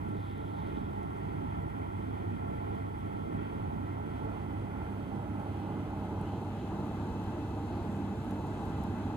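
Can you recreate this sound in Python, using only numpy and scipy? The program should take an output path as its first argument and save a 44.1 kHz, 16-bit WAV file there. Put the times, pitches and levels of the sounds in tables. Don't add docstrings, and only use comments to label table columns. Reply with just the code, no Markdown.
import sys
import numpy as np
from scipy import signal
from scipy.fft import rfft, irfft
from scipy.io import wavfile
from scipy.ndimage import map_coordinates

SR = 44100
rng = np.random.default_rng(int(sys.argv[2]) if len(sys.argv) > 2 else 0)


def unload_audio(sound):
    columns = np.transpose(np.atleast_2d(sound))
    steps = np.round(np.clip(columns, -1, 1) * 32767)
    wavfile.write(sys.argv[1], SR, steps.astype(np.int16))


N = 403956

# f/Hz, density away/dB, density towards/dB
AIR_SPECTRUM = [(19.98,-80.5,-84), (40.107,-71.5,-72), (77.107,-60.5,-58.5), (115.98,-65.5,-66),
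                (169.55,-64.5,-63.5), (338.71,-66.5,-65), (510.22,-77,-77), (732.59,-71.5,-73),
                (999.25,-80,-78.5), (1196.7,-84.5,-83.5), (1580.2,-87.5,-88.5), (2272.5,-94.5,-97),
                (3093.9,-99.7,-96), (3764.4,-105.9,-99.5), (4949,-112,-106.2), (6717,-114.9,-106.4),
                (8964,-120.2,-112), (13350,-127,-120)]
# f away/Hz, f towards/Hz, width/Hz, lift away/dB, lift towards/dB
RESONANCE_PEAKS = [(154.09,154.45,13.667,3.5,5.5), (237.32,245.03,23.39,1,2.5), (271.77,264,14,1.5,2.5),
                   (342.1,353.97,22.3,1.5,1), (453.4,440.37,39.33,2,2), (576.75,580.3,22,2,2),
                   (639.74,642,15.45,1.5,2), (693.05,790,25,3.5,-2), (756.86,686.4,48,-2.5,-1),
                   (837.26,827.7,50.87,3.5,5), (876.05,881.58,66.1,7.5,5.5), (1067.4,1021.3,100.74,3.5,1),
                   (1348.8,1345,69.12,12,5.5), (1458.6,1477.1,66.72,6,6), (1562.3,1588.5,82.5,2,4.5),
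                   (1779.4,1764,26.44,4.5,2), (1843.5,2100,30,4.5,-6), (1935.1,2100,26.52,9,5),
                   (2028.8,2008,31.2,7,6), (2095.2,2106,35.73,9,6), (2428,2477,79.4,2.5988,6.5),
                   (2559.8,2602,46.8,7,9.5), (3068.7,3000,104.4,5.5,1.4922), (3292.9,3171.7,186.7,7.5,1.5),
                   (4093,4030,260,-1,3.5), (6958,6800,285,-3.5,4)]
# f/Hz, left away/dB, right away/dB, left towards/dB, right towards/dB, roughness/0-1
HUM_PARTIALS = [(100, -45.5, -42.5, -43, -42, 0.14), (200, -53, -48.5, -48, -45, .3),
                (300, -53, -51.5, -51.5, -51.5, 0.27), (800, -55.5, -52, -58, -56.5, 0.52),
                (1100, -64, -61.5, -76, -78, 0.5), (1200, -80, -79.5, -70, -66, .4),
                (1300, -82, -68.5, -81, -63, .6)]
# f/Hz, left minus right/dB, coherence/0-1, left lead/rad
IMAGE_AWAY = [(44.92,-2,0.89,-0.1809), (132.63,0.5,0.99,-.5), (216.7,-6,0.74,-1.5427),
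              (300.5,-6.5,0.97,-1.7426), (397.56,-2,0.93,-1.6427), (516.97,1,0.97,-2.5),
              (613.6,-1.2715,.97,-3), (698.75,-2.5,.93,-3), (835.08,-2.5,0.94,-3), (955.84,-7.5,0.95,-2.5),
              (1188.5,-3.5,0.97,-2.5), (1364.2,-1.3132,.89,-2), (1570.4,2.1329,.82,-3),
              (1864.7,-0.5,0.82,-4.5), (2073,0.5,0.51,-5.5), (2361.6,0.5,0.5,-7), (2755,-3,0.63,-9.5),
              (3085.5,0,0.4,-10), (3334.7,-3,0.57,-7), (3553,-1.5126,0.25,-7), (4297,-1,1,-7),
              (4733.4,-2.8934,0.91,-5.5), (5217,0.5,1,-4.5), (6386,-2.5,0.7,-1), (7430,-0.5,1,-4)]
IMAGE_TOWARDS = [(45, -2.5688, 0.97, 0.1056), (130.3, -1.1736, 0.98, 0.2126), (263.7, -3.033, 0.99, 0.122),
                 (390.35, -3.5, 1, 0.459), (604.6, 2, 0.8, 0.7743), (709.8, 7, 0.64, -0.1982),
                 (790.5, 6, 1, 0.0092), (946.7, 2, 0.9, 0.5), (1135.3, 3, 0.82, -0.5364),
                 (1243.5, 4.0637, 0.57, 0.5), (1480.3, 0.1929, 0.27, 3), (1609.7, -2.0123, 0.29, 5),
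                 (1852.8, 0.984, 0.13, 3.5), (2026, 1.9855, 0.6, 6.5), (2324.3, -2.2787, 0.18, 6),
                 (2563.9, -0.14, 0.57, 0.5811), (2955.2, -0.9743, 0.45, 2.5), (3701.3, 0.784, 0.21, 1.6046),
                 (4199, -4, 0.71, 0.5), (4763.3, -2.5, 0.47, 1.7023), (5244.7, -6.5, 0.8, 3.5),
                 (6454, -1.5, 0.61, 4), (7109, -0.917, 0.48, 8.5)]
# t/s, level/dB, bubble and crackle f/Hz, crackle decay/s, bubble over crackle/dB
TONGUE_CLICKS = [(.089, -66, 9273, 0.001945, 6), (.378, -65, 9215, 0.001796, 2.5),
                 (.673, -66.5, 9014, 0.00198, 4), (1.030, -65, 8004, 0.00205, -2.5),
                 (5.398, -67.5, 8678, 0.00196, 8), (6.213, -65.5, 8568, 0.00337, 13),
                 (7.239, -66.5, 12010, 0.00394, -2.5), (8.247, -64, 12310, 0.001983, -0.5),
                 (8.309, -58, 9690, 0.00333, 6), (8.469, -63.5, 9204, 0.00199, 6),
                 (8.652, -66, 13500, 0.00986, -3), (8.837, -57, 13220, 0.002024, 3.5)]
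# middle t/s, length/s, level/dB, centre f/Hz, Q
FUR_STROKES = [(.55, 1, -70.5, 3423, 4.29), (.26, 0.2352, -69.5, 3407, 2.757),
               (0.587, 0.02994, -71, 3696, 3.056), (0.769, 0.02032, -63.5, 3104, 2.52),
               (5.618, 0.4296, -71, 2999, 4.725), (6.279, 0.249, -66.5, 2977, 4.1),
               (6.629, 0.1764, -67, 3069, 3.63), (7.761, 0.2283, -72, 4194, 3.7),
               (7.962, 0.2003, -75.5, 7495, 1.407), (8.27, 0.219, -79.5, 8490, 1.125),
               (8.615, 0.3565, -75, 7430, 1.344), (9.018, 0.202, -81, 8990, 1.015)]
# f/Hz, density/dB
HISS_SPECTRUM = [(1000, -119), (6500, -119), (8800, -112.7), (11500, -116), (15000, -117.7)]


def blower(surge_db=0.4712, surge_rate=3, flutter_db=1.3868, flutter_rate=11, flutter_below_hz=2500,
           wander=0.0018, wander_rate=2.489, comb_db=1.9084):
    hz, t, noise = signal.stft(rng.standard_normal((2, N)), SR, nperseg=4096)
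    db = swing(*columns(AIR_SPECTRUM, hz), t) + surge_db * walk(surge_rate, t)
    for away_hz, towards_hz, width, away_db, towards_db in RESONANCE_PEAKS:
        peak_hz = swing(away_hz, towards_hz, t) * (1 + wander * walk(wander_rate, t))
        db += swing(away_db, towards_db, t) / (1 + (2 * (hz[:, None] - peak_hz) / width) ** 2)
    comb = swing(reflections(hz), reflections(hz), t)
    comb_band = hz / (hz + 400) / (1 + (hz / 2800) ** 2)
    db += comb_db * comb * comb_band[:, None]
    for centre in np.geomspace(60, 7680, 8):
        octave = np.maximum(1 - abs(np.log2((hz + 1) / centre)), 0)
        depth_db = flutter_db / np.hypot(1, centre / flutter_below_hz)
        db += depth_db * np.outer(octave, walk(flutter_rate, t))
    balance_db, coherence, lead = stereo_image(hz, t)
    common = noise[0] * np.sqrt((1 + coherence) / 2)
    spread = noise[1] * np.sqrt((1 - coherence) / 2)
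    right_gain = undb(db) * np.sqrt(2 / (1 + undb(balance_db) ** 2))
    left = (common + spread) * right_gain * undb(balance_db)
    right = (common - spread) * right_gain * np.exp(-1j * lead)
    _, whir = signal.istft(np.array([left, right]), SR, nperseg=4096)
    return whir[:, :N] * np.sqrt(SR / 2)


def reflections(hz, decay_s=0.012, count=60):
    delays = rng.uniform(0.0050738, 3 * decay_s, count)
    gains = np.exp(-delays / decay_s) * rng.standard_normal(count)
    ripple = np.cos(2 * np.pi * np.outer(hz, delays)) @ gains
    return ripple / ripple.std()


def motor(waver_db=0.9059, waver_rate=3, sway_s=0.0001745, sway_rate=1.4899, rough_rate=16):
    t, out = np.arange(N) / SR, np.zeros((2, N))
    path_delay = sway_s * walk(sway_rate, t)
    for hz, *levels, rough in HUM_PARTIALS:
        db = swing(levels[:2], levels[2:], t) + waver_db * walk(waver_rate, t)
        _, _, lead = stereo_image(hz, t)
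        phase = 2 * np.pi * (hz * (t - path_delay) + rng.random()) - np.outer([0, 1], lead)
        tone = (1 + rough * walk(rough_rate, t)) * np.sin(phase)
        tone += rough * walk(rough_rate, t) * np.cos(phase)
        out += undb(db) * tone / np.sqrt(0.5 + rough ** 2)
    return out


def licks(wet_db=3, wet_rate=1200, attack_s=0.000347, ring_s=0.0012115, rise_per_s=12,
          smack_db=-11, smack_s=0.00625, smack_hz=9500):
    t, out = np.arange(N) / SR, np.zeros(N)
    wet = undb(wet_db * walk(wet_rate, t))
    peel = undb(smack_db) * wet * band_noise(smack_hz, q=0.433)
    for start, db, hz, decay, bubble_db in TONGUE_CLICKS:
        near = abs(t - start) < 0.06
        age = np.maximum(t[near] - start, 0)
        smack = np.exp(-((t[near] - start) / smack_s) ** 2) * peel[near]
        crackle = np.exp(-age / decay) * (wet * band_noise(hz, q=0.64))[near]
        chirp = np.sqrt(2) * np.sin(2 * np.pi * hz * age * (1 + rise_per_s * age / 2))
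        bubble = undb(bubble_db) * np.exp(-age / ring_s) * chirp
        attack = 1 - np.exp(-age / attack_s)
        out[near] += undb(db) * (smack + attack * (crackle + bubble))
    return out


def fur(grain_db=2.5, grain_rate=250):
    t, out = np.arange(N) / SR, np.zeros(N)
    for middle, length, db, hz, q in FUR_STROKES:
        swell = np.exp(-(2 * (t - middle) / length) ** 2)
        out += swell * undb(db) * band_noise(hz, q)
    return out * undb(grain_db * walk(grain_rate, t))


def hiss(flicker_db=0.6525, flicker_rate=40, side_db=-7):
    colour = undb(columns(HISS_SPECTRUM, np.fft.rfftfreq(N, 1 / SR))[0])
    mid, side = irfft(rfft(rng.standard_normal((2, N))) * colour, N) * np.sqrt(SR / 2)
    flicker = undb(flicker_db * walk(flicker_rate, np.arange(N) / SR))
    return (mid + np.outer([1, -1], side) * undb(side_db)) * flicker


def swing(away, towards, t, start_s=2.3002, length_s=4.3157, ease=2.4263):
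    turn = np.clip((t - start_s) / length_s, 0, 1) ** ease
    return np.multiply.outer(away, 1 - turn) + np.multiply.outer(towards, turn)


def stereo_image(hz, t, direct_below_hz=1366.9,
                 null_at_s=5.044, null_width_s=1, null_hz=814.7, null_octaves=0.412, null_db=-9):
    away, towards = columns(IMAGE_AWAY, hz), columns(IMAGE_TOWARDS, hz)
    balance_db, coherence, lead = swing(away, towards, t)
    null_band = np.exp(-(np.log2((hz + 1) / null_hz) / null_octaves) ** 2)
    null_moment = np.exp(-((t - null_at_s) / null_width_s) ** 2)
    balance_db += null_db * np.multiply.outer(null_band, null_moment)
    gliding = coherence * np.exp(1j * lead)
    fading = swing(away[1] * np.exp(1j * away[2]), towards[1] * np.exp(1j * towards[2]), t)
    direct = np.expand_dims(1 / (1 + (hz / direct_below_hz) ** 10), -1)
    shared = direct * gliding + (1 - direct) * fading
    return balance_db, np.minimum(abs(shared), 1), np.angle(shared)


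def undb(db):
    return 10 ** (np.asarray(db) / 20)


def walk(rate, t):
    points = rng.standard_normal(int(rate * N / SR) + 8)
    return map_coordinates(points, [t * rate + 2], order=3, mode="nearest")


def columns(table, hz):
    known_hz, *curves = np.transpose(table)
    return np.array([np.interp(np.log(hz + 1e-3), np.log(known_hz), curve) for curve in curves])


def band_noise(hz, q):
    b, a = signal.iirpeak(hz, q, fs=SR)
    band = signal.lfilter(b, a, signal.lfilter(b, a, rng.standard_normal(N)))
    return band / band.std()


def scene():
    return blower() + motor() + licks() + fur() + hiss()


def record(dry, low_cut_hz=24, high_cut_hz=15300):
    low_cut = signal.butter(4, low_cut_hz, "high", fs=SR, output="sos")
    high_cut = signal.ellip(10, 0.2, 80, high_cut_hz, fs=SR, output="sos")
    return signal.sosfilt(high_cut, signal.sosfilt(low_cut, dry))


dry = scene()
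out = record(dry)
unload_audio(out)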